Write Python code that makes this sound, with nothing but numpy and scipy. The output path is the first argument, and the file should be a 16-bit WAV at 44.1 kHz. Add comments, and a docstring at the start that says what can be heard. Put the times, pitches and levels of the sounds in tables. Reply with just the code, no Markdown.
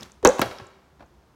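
"""A part-filled plastic water bottle lands on a hard table, close to the microphone in a living room.
After a light rustle it hits edge first, then flat, thudding through the table and clacking at the rim.
Its thin wall snaps and buckles, sounding a hollow rising note; it rocks, knocks down again and
settles with small ticks and a soft bump. Behind it the room rings on over a quiet rumble.
One microphone, mono, near enough that the loudest peaks are rounded."""
import sys
import numpy as np
from scipy import signal
from scipy.fft import rfft, irfft, next_fast_len
from scipy.io import wavfile
from scipy.ndimage import uniform_filter1d

SR = 44100
rng = np.random.default_rng(int(sys.argv[2]) if len(sys.argv) > 2 else 0)


def to_wav(s):
    """Save 16-bit WAV."""
    ch = np.atleast_2d(s).T  # columns
    pcm = np.round(np.clip(ch, -1, 1) * 32767)  # PCM
    wavfile.write(sys.argv[1], SR, pcm.astype(np.int16))


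N = 59535

# snaps of the thin plastic: start_s, ping_db, end_pitch_hz, length_s, grit_db
WALL_SNAPS = [(0.0088, -32.5, 4880, 0.0013, -52.5), (0.0304, -27.5, 3380, 0.00091, -42),
              (0.0331, -29, 5550, 0.00055, -48), (0.1193, -35, 6180, 0.00045, -62),
              (0.229, -39, 6300, 0.00028, -57.5), (0.2493, -1, 5950, 0.00058, -14.5),
              (0.2694, -27, 6764, 0.00061, -40), (0.2738, -2, 5824, 0.0006, -30),
              (0.2903, -15, 6114, 0.00075, -39), (0.394, -41, 6160, 0.00072, -33),
              (0.4003, -31, 6050, 0.0007, -40), (0.4077, -28, 5440, 0.00073, -47),
              (0.4150, -22.5, 5720, 0.00082, -27), (0.4167, -15.5, 11450, 0.0003, -21),
              (0.5855, -34.5, 3320, 0.00067, -76), (0.5856, -36, 4720, 0.0017, -63),
              (0.669, -44.5, 6640, 0.0014, -80), (1.061, -61, 5960, 0.0022, -90)]
# blows on the table: start_s, thud_db, body_db, clack_db, edge_db, ring_db, body_t60_s
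TABLE_KNOCKS = [(0.2277, -38, -38, -45, -91, -67, 0.27), (0.2493, -27.5, -8, -11.5, -32.5, -23, 0.16),
                (0.2559, -48, -17.5, -17, -28, -16.5, 0.11), (0.3836, -54, -40, -33, -42, -56, .03),
                (0.3933, -26.5, -12, -37, -30, -26.5, 0.028), (0.4157, -39, -21, -14.5, -44, -35.5, 0.052),
                (0.4188, -67, -19.5, -28.5, -30, -40.5, 0.13), (0.458, -36, -29.5, -38, -42, -65, 0.05),
                (0.51, -75, -33, -36.5, -54, -50, 0.067), (0.598, -66, -37, -44, -74, -43.5, 0.045),
                (0.9950, -69, -53, -58.5, -84, -57, 0.074), (1.0053, -52, -42, -52, -71.5, -60, 0.063),
                (1.023, -43, -44.5, -55.5, -80.5, -63, 0.095)]
# modes of bottle and tabletop: pitch_hz, level_db, t60_s
BOTTLE_MODES = [(204, -13.5, 0.2), (316, -12, .07), (564.2, -3.5, 0.27), (689, -6.5, 0.11),
                (773, -5.5, 0.1), (944, 3, .07), (1100, -16, 0.11), (1388.4, -11.5, 0.1), (1645, -7, 0.13),
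                (2044, -9.5, 0.08), (2597, -8, 0.085), (3066, -12.5, 0.065), (3690, -17, 0.07)]
# buckles of the bottle's wall: start_s, level_db, t60_s
WALL_BUCKLES = [(0.2365, -20.5, 0.21), (0.2498, -1.5, 0.072), (0.273, -3, 0.075), (0.2922, -7.5, .05)]
# glide of the hollow note: time_s, pitch_hz
HOLLOW_GLIDE = [(0.243, 419.8), (0.254, 347), (0.266, 406.3), (0.278, 491), (0.297, 509), (0.311, 616)]
# dull bumps on the table: start_s, level_db, pitch_hz, t60_s
TABLE_BUMPS = [(0.25, -20, 64, 0.096), (0.277, -20, 198, .07), (0.429, -25, 495, 0.084),
               (0.448, -32, 118.3, .11), (0.482, -37, 106.2, 0.068), (0.616, -32, 110.5, 0.072),
               (1.021, -39.5, 66.65, 0.19), (1.114, -54, 355, 0.17)]
# decay of the room's echo: frequency_hz, t60_s
ROOM_DECAY = [(100, 0.99), (400, 0.69), (1200, .92), (3500, .8), (7000, 0.64), (15000, .5)]
# standing waves of the room: pitch_hz, level_db, t60_s
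STANDING_WAVES = [(357.3, -71.5, 1), (386, -67.5, 1.1)]
# spectra of the noises: frequency_hz, relative_db
RUSTLE_SPECTRUM = [(50, -9), (120, 0), (200, 5), (300, -3), (500, -3.5), (1500, -6.5), (3500, -15),
                   (6000, -16), (9000, -27), (16000, -34)]  # the bottle in flight
GRIT_SPECTRUM = [(2000, -31.5), (5500, -4), (8200, -0.5), (9500, -3), (11800, -3), (14000, -4.5),
                 (16000, -11), (19000, -30)]  # bright burst in a snap
THUD_SPECTRUM = [(25, -19), (60, 2.5), (125, -7), (200, -18), (800, -79.5)]  # bass of a blow
BODY_SPECTRUM = [(100, -37), (220, -1), (370, -4.5), (600, -1), (950, -5.5), (1400, -15.5), (3000, -40),
                 (9000, -80)]  # its low mids
CLACK_SPECTRUM = [(500, -24), (1300, 1), (1650, -0.5), (2050, -3), (2500, -7.5), (4200, -10.5),
                  (6000, -19.5), (13000, -58.5)]  # the hard rim
EDGE_SPECTRUM = [(2500, -23.5), (5500, 4), (7500, 3.5), (9300, -9.5), (12000, -7), (16000, -7)]  # treble edge of a blow
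ECHO_SPECTRUM = [(60, -12.5), (200, -14), (360, 0), (700, -3.5), (1000, -3), (1550, -4.5), (2000, -3.5),
                 (3000, -1.5), (4500, 0), (6500, 0.5), (9300, 6.5), (12000, 2.5), (16000, 0)]  # the room's echo
RUMBLE_SPECTRUM = [(20, -30), (45, -12.5), (66, 2), (100, -13), (150, -9.5), (250, -14.5), (380, -16),
                   (500, -20), (1000, -19), (2500, -32.5), (6000, -37), (9000, -43.5), (15000, -46.5)]  # room tone

BLOW_SAMPLES, ATTACK_S = 8192, 0.0006


def undb(db):
    return 10 ** (np.asarray(db) / 20)


def unit_rms(x):
    return x / np.sqrt(np.mean(x ** 2))


def along(points, hz):
    """Read (frequency_hz, value) points on a log-frequency axis."""
    freqs, values = np.array(points, float).T
    return np.interp(np.log(np.maximum(hz, 1)), np.log(freqs), values)


def colour(x, spectrum):
    """Filter a sound by a spectrum table."""
    size = next_fast_len(len(x), True)
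    gain = undb(along(spectrum, np.fft.rfftfreq(size, 1 / SR)))
    return irfft(rfft(x, size) * gain, size)[:len(x)]


def noise(spectrum, size=N):
    return unit_rms(colour(rng.standard_normal(size), spectrum))


def dense_ring(spectrum):
    """Many close modes: coloured noise with its deepest swells evened out."""
    x = noise(spectrum, BLOW_SAMPLES)
    for _ in range(3):
        analytic = signal.hilbert(x)
        x = analytic.real / np.sqrt(np.abs(analytic) + .5)
    return unit_rms(x)


def since(start_s):
    return np.maximum(np.arange(N) / SR - start_s, 0)


def strike(t, attack_s, t60_s):
    """Quick rise, exponential fall."""
    return (1 - np.exp(-t / attack_s)) * np.exp(-np.log(1000) * t / t60_s)


def damped_note(t, hz, db, attack_s, t60_s):
    return undb(db) * np.sin(2 * np.pi * hz * t) * strike(t, attack_s, t60_s)


def add(out, start_s, x):
    """Mix a short sound in at its time."""
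    part = out[max(int(start_s * SR), 0):][:len(x)]
    part += x[:len(part)]


def rustle(level_db=-43, grain_db=3, hold_s=0.02, fade_s=0.052):
    """Faint, grainy rustling that dies away after the throw."""
    grain = unit_rms(uniform_filter1d(rng.standard_normal(N), size=90))
    fade = np.exp(-since(hold_s) / fade_s)
    return undb(level_db) * unit_rms(noise(RUSTLE_SPECTRUM) * undb(grain_db * grain)) * fade


def snaps(size=512, sag=0.14):
    """A crease flips: a ping of about a millisecond that sags in pitch, with a burst of bright grit."""
    out, t = np.zeros(N), np.arange(size) / SR
    for start_s, ping_db, hz, length_s, grit_db in WALL_SNAPS:
        progress = t / length_s
        phase = 2 * np.pi * hz * length_s * (progress + sag * (1 - np.exp(-2 * progress)))
        envelope = (2 * progress * np.exp(1 - 2 * progress)) ** 2
        burst = envelope * rng.standard_normal(size)
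        flat_burst = irfft(np.exp(1j * np.angle(rfft(burst))))  # equally strong at all frequencies
        grit = unit_rms(colour(flat_burst, GRIT_SPECTRUM) * np.sqrt(envelope))
        grit *= np.sqrt(np.mean(envelope ** 2))
        add(out, start_s, undb(ping_db) * envelope * np.sin(phase) + undb(grit_db) * grit)
    return out


def knocks():
    """Each blow thuds through the table and clacks at the bottle's hard rim."""
    out, t = np.zeros(N), np.arange(BLOW_SAMPLES) / SR
    for start_s, thud_db, body_db, clack_db, edge_db, _, body_t60_s in TABLE_KNOCKS:
        thud = undb(thud_db) * dense_ring(THUD_SPECTRUM) * strike(t, attack_s=0.0027, t60_s=0.092)
        body = undb(body_db) * dense_ring(BODY_SPECTRUM) * strike(t, ATTACK_S, body_t60_s)
        clack = undb(clack_db) * dense_ring(CLACK_SPECTRUM) * strike(t, ATTACK_S, t60_s=0.056)
        edge = undb(edge_db) * noise(EDGE_SPECTRUM, len(t)) * strike(t, ATTACK_S / 2, t60_s=0.022)
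        add(out, start_s, thud + body + clack + edge)
    return out


def bottle_ring():
    """Every blow rings the same short-lived modes of bottle and tabletop."""
    out, t = np.zeros(N), np.arange(BLOW_SAMPLES) / SR
    ring = sum((-1) ** k * damped_note(t, hz, db, ATTACK_S, t60_s)
               for k, (hz, db, t60_s) in enumerate(BOTTLE_MODES))
    for start_s, *_, ring_db, _ in TABLE_KNOCKS:
        add(out, start_s, undb(ring_db) * ring)
    return out


def hollow_note(attack_s=0.0011, end_s=0.305, release_s=0.0043):
    """One hollow note, renewed at each buckle, dips, rises as the dented wall springs back, then stops."""
    hz = np.interp(since(0), *np.array(HOLLOW_GLIDE).T)
    swell, t = np.zeros(N), np.arange(BLOW_SAMPLES) / SR
    for start_s, db, t60_s in WALL_BUCKLES:
        add(swell, start_s, undb(db) * strike(t, attack_s, t60_s))
    release = np.exp(-since(end_s) / release_s)
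    phase = 2 * np.pi * np.cumsum(hz * (swell > 0)) / SR  # runs from the first buckle
    return swell * release * np.sin(phase)


def bumps(attack_s=0.004):
    """Soft pushes on the table, each sounding one low, damped note."""
    out, t = np.zeros(N), np.arange(BLOW_SAMPLES) / SR
    for start_s, db, hz, t60_s in TABLE_BUMPS:
        add(out, start_s, damped_note(t, hz, db, attack_s, t60_s))
    return out


def thump(start_s=0.3935, level_db=-17.5, start_hz=517, end_hz=74, fall_s=0.0045):
    """The tabletop flexes as the bottle rocks back; the highs arrive first, so the pitch drops."""
    t = since(start_s)
    cycles = end_hz * t + (start_hz - end_hz) * fall_s * (1 - np.exp(-t / fall_s))
    return undb(level_db) * np.sin(2 * np.pi * cycles) * strike(t, ATTACK_S, t60_s=0.043)


def room_echo(x, tail_db=-11, build_s=0.003, bands=7, size=40960):
    """Diffuse echo off bare walls and windows; the treble dies first and two standing waves linger."""
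    t, freqs = np.arange(size) / SR, np.fft.rfftfreq(size, 1 / SR)
    centres_hz = np.geomspace(150, 15000, bands)
    white, tail = rfft(rng.standard_normal(size)), 0
    for hz, weights in zip(centres_hz, np.eye(bands)):
        band = irfft(white * along(list(zip(centres_hz, weights)), freqs), size)
        tail = tail + band * strike(t, build_s, along(ROOM_DECAY, hz))
    tail = undb(tail_db) * colour(tail / np.sqrt(np.sum(tail ** 2)), ECHO_SPECTRUM)
    waves = sum(damped_note(t, hz, db, build_s, t60_s) for hz, db, t60_s in STANDING_WAVES)
    return signal.fftconvolve(x, tail + waves)[:N]


def scene(rumble_db=-58):
    """The bottle up close, with the room's echo and low rumble behind it."""
    landing = knocks() + thump() + bumps() + rustle()
    ring, note, creases = bottle_ring(), hollow_note(), snaps()
    # only a share of the ring, note and snaps reaches the room
    echo = room_echo(landing + undb(-9) * ring + undb(-10.5) * note + undb(-8) * creases)
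    rumble = undb(rumble_db) * noise(RUMBLE_SPECTRUM)
    return (landing + ring + note + creases + echo + rumble)[None]


def record(dry):
    """The microphone sheds the deepest bass, rounds the loudest peaks and cuts the top."""
    low_cut_hz, top_hz, ceiling = 31, 15950, 0.93
    lean = signal.sosfilt(signal.butter(2, low_cut_hz, "high", fs=SR, output="sos"), dry)
    rounded = lean / (1 + np.abs(lean / ceiling) ** 6) ** (1 / 6)
    return signal.sosfilt(signal.ellip(10, .2, 80, top_hz, fs=SR, output="sos"), rounded)


dry = scene()
out = record(dry)
to_wav(out)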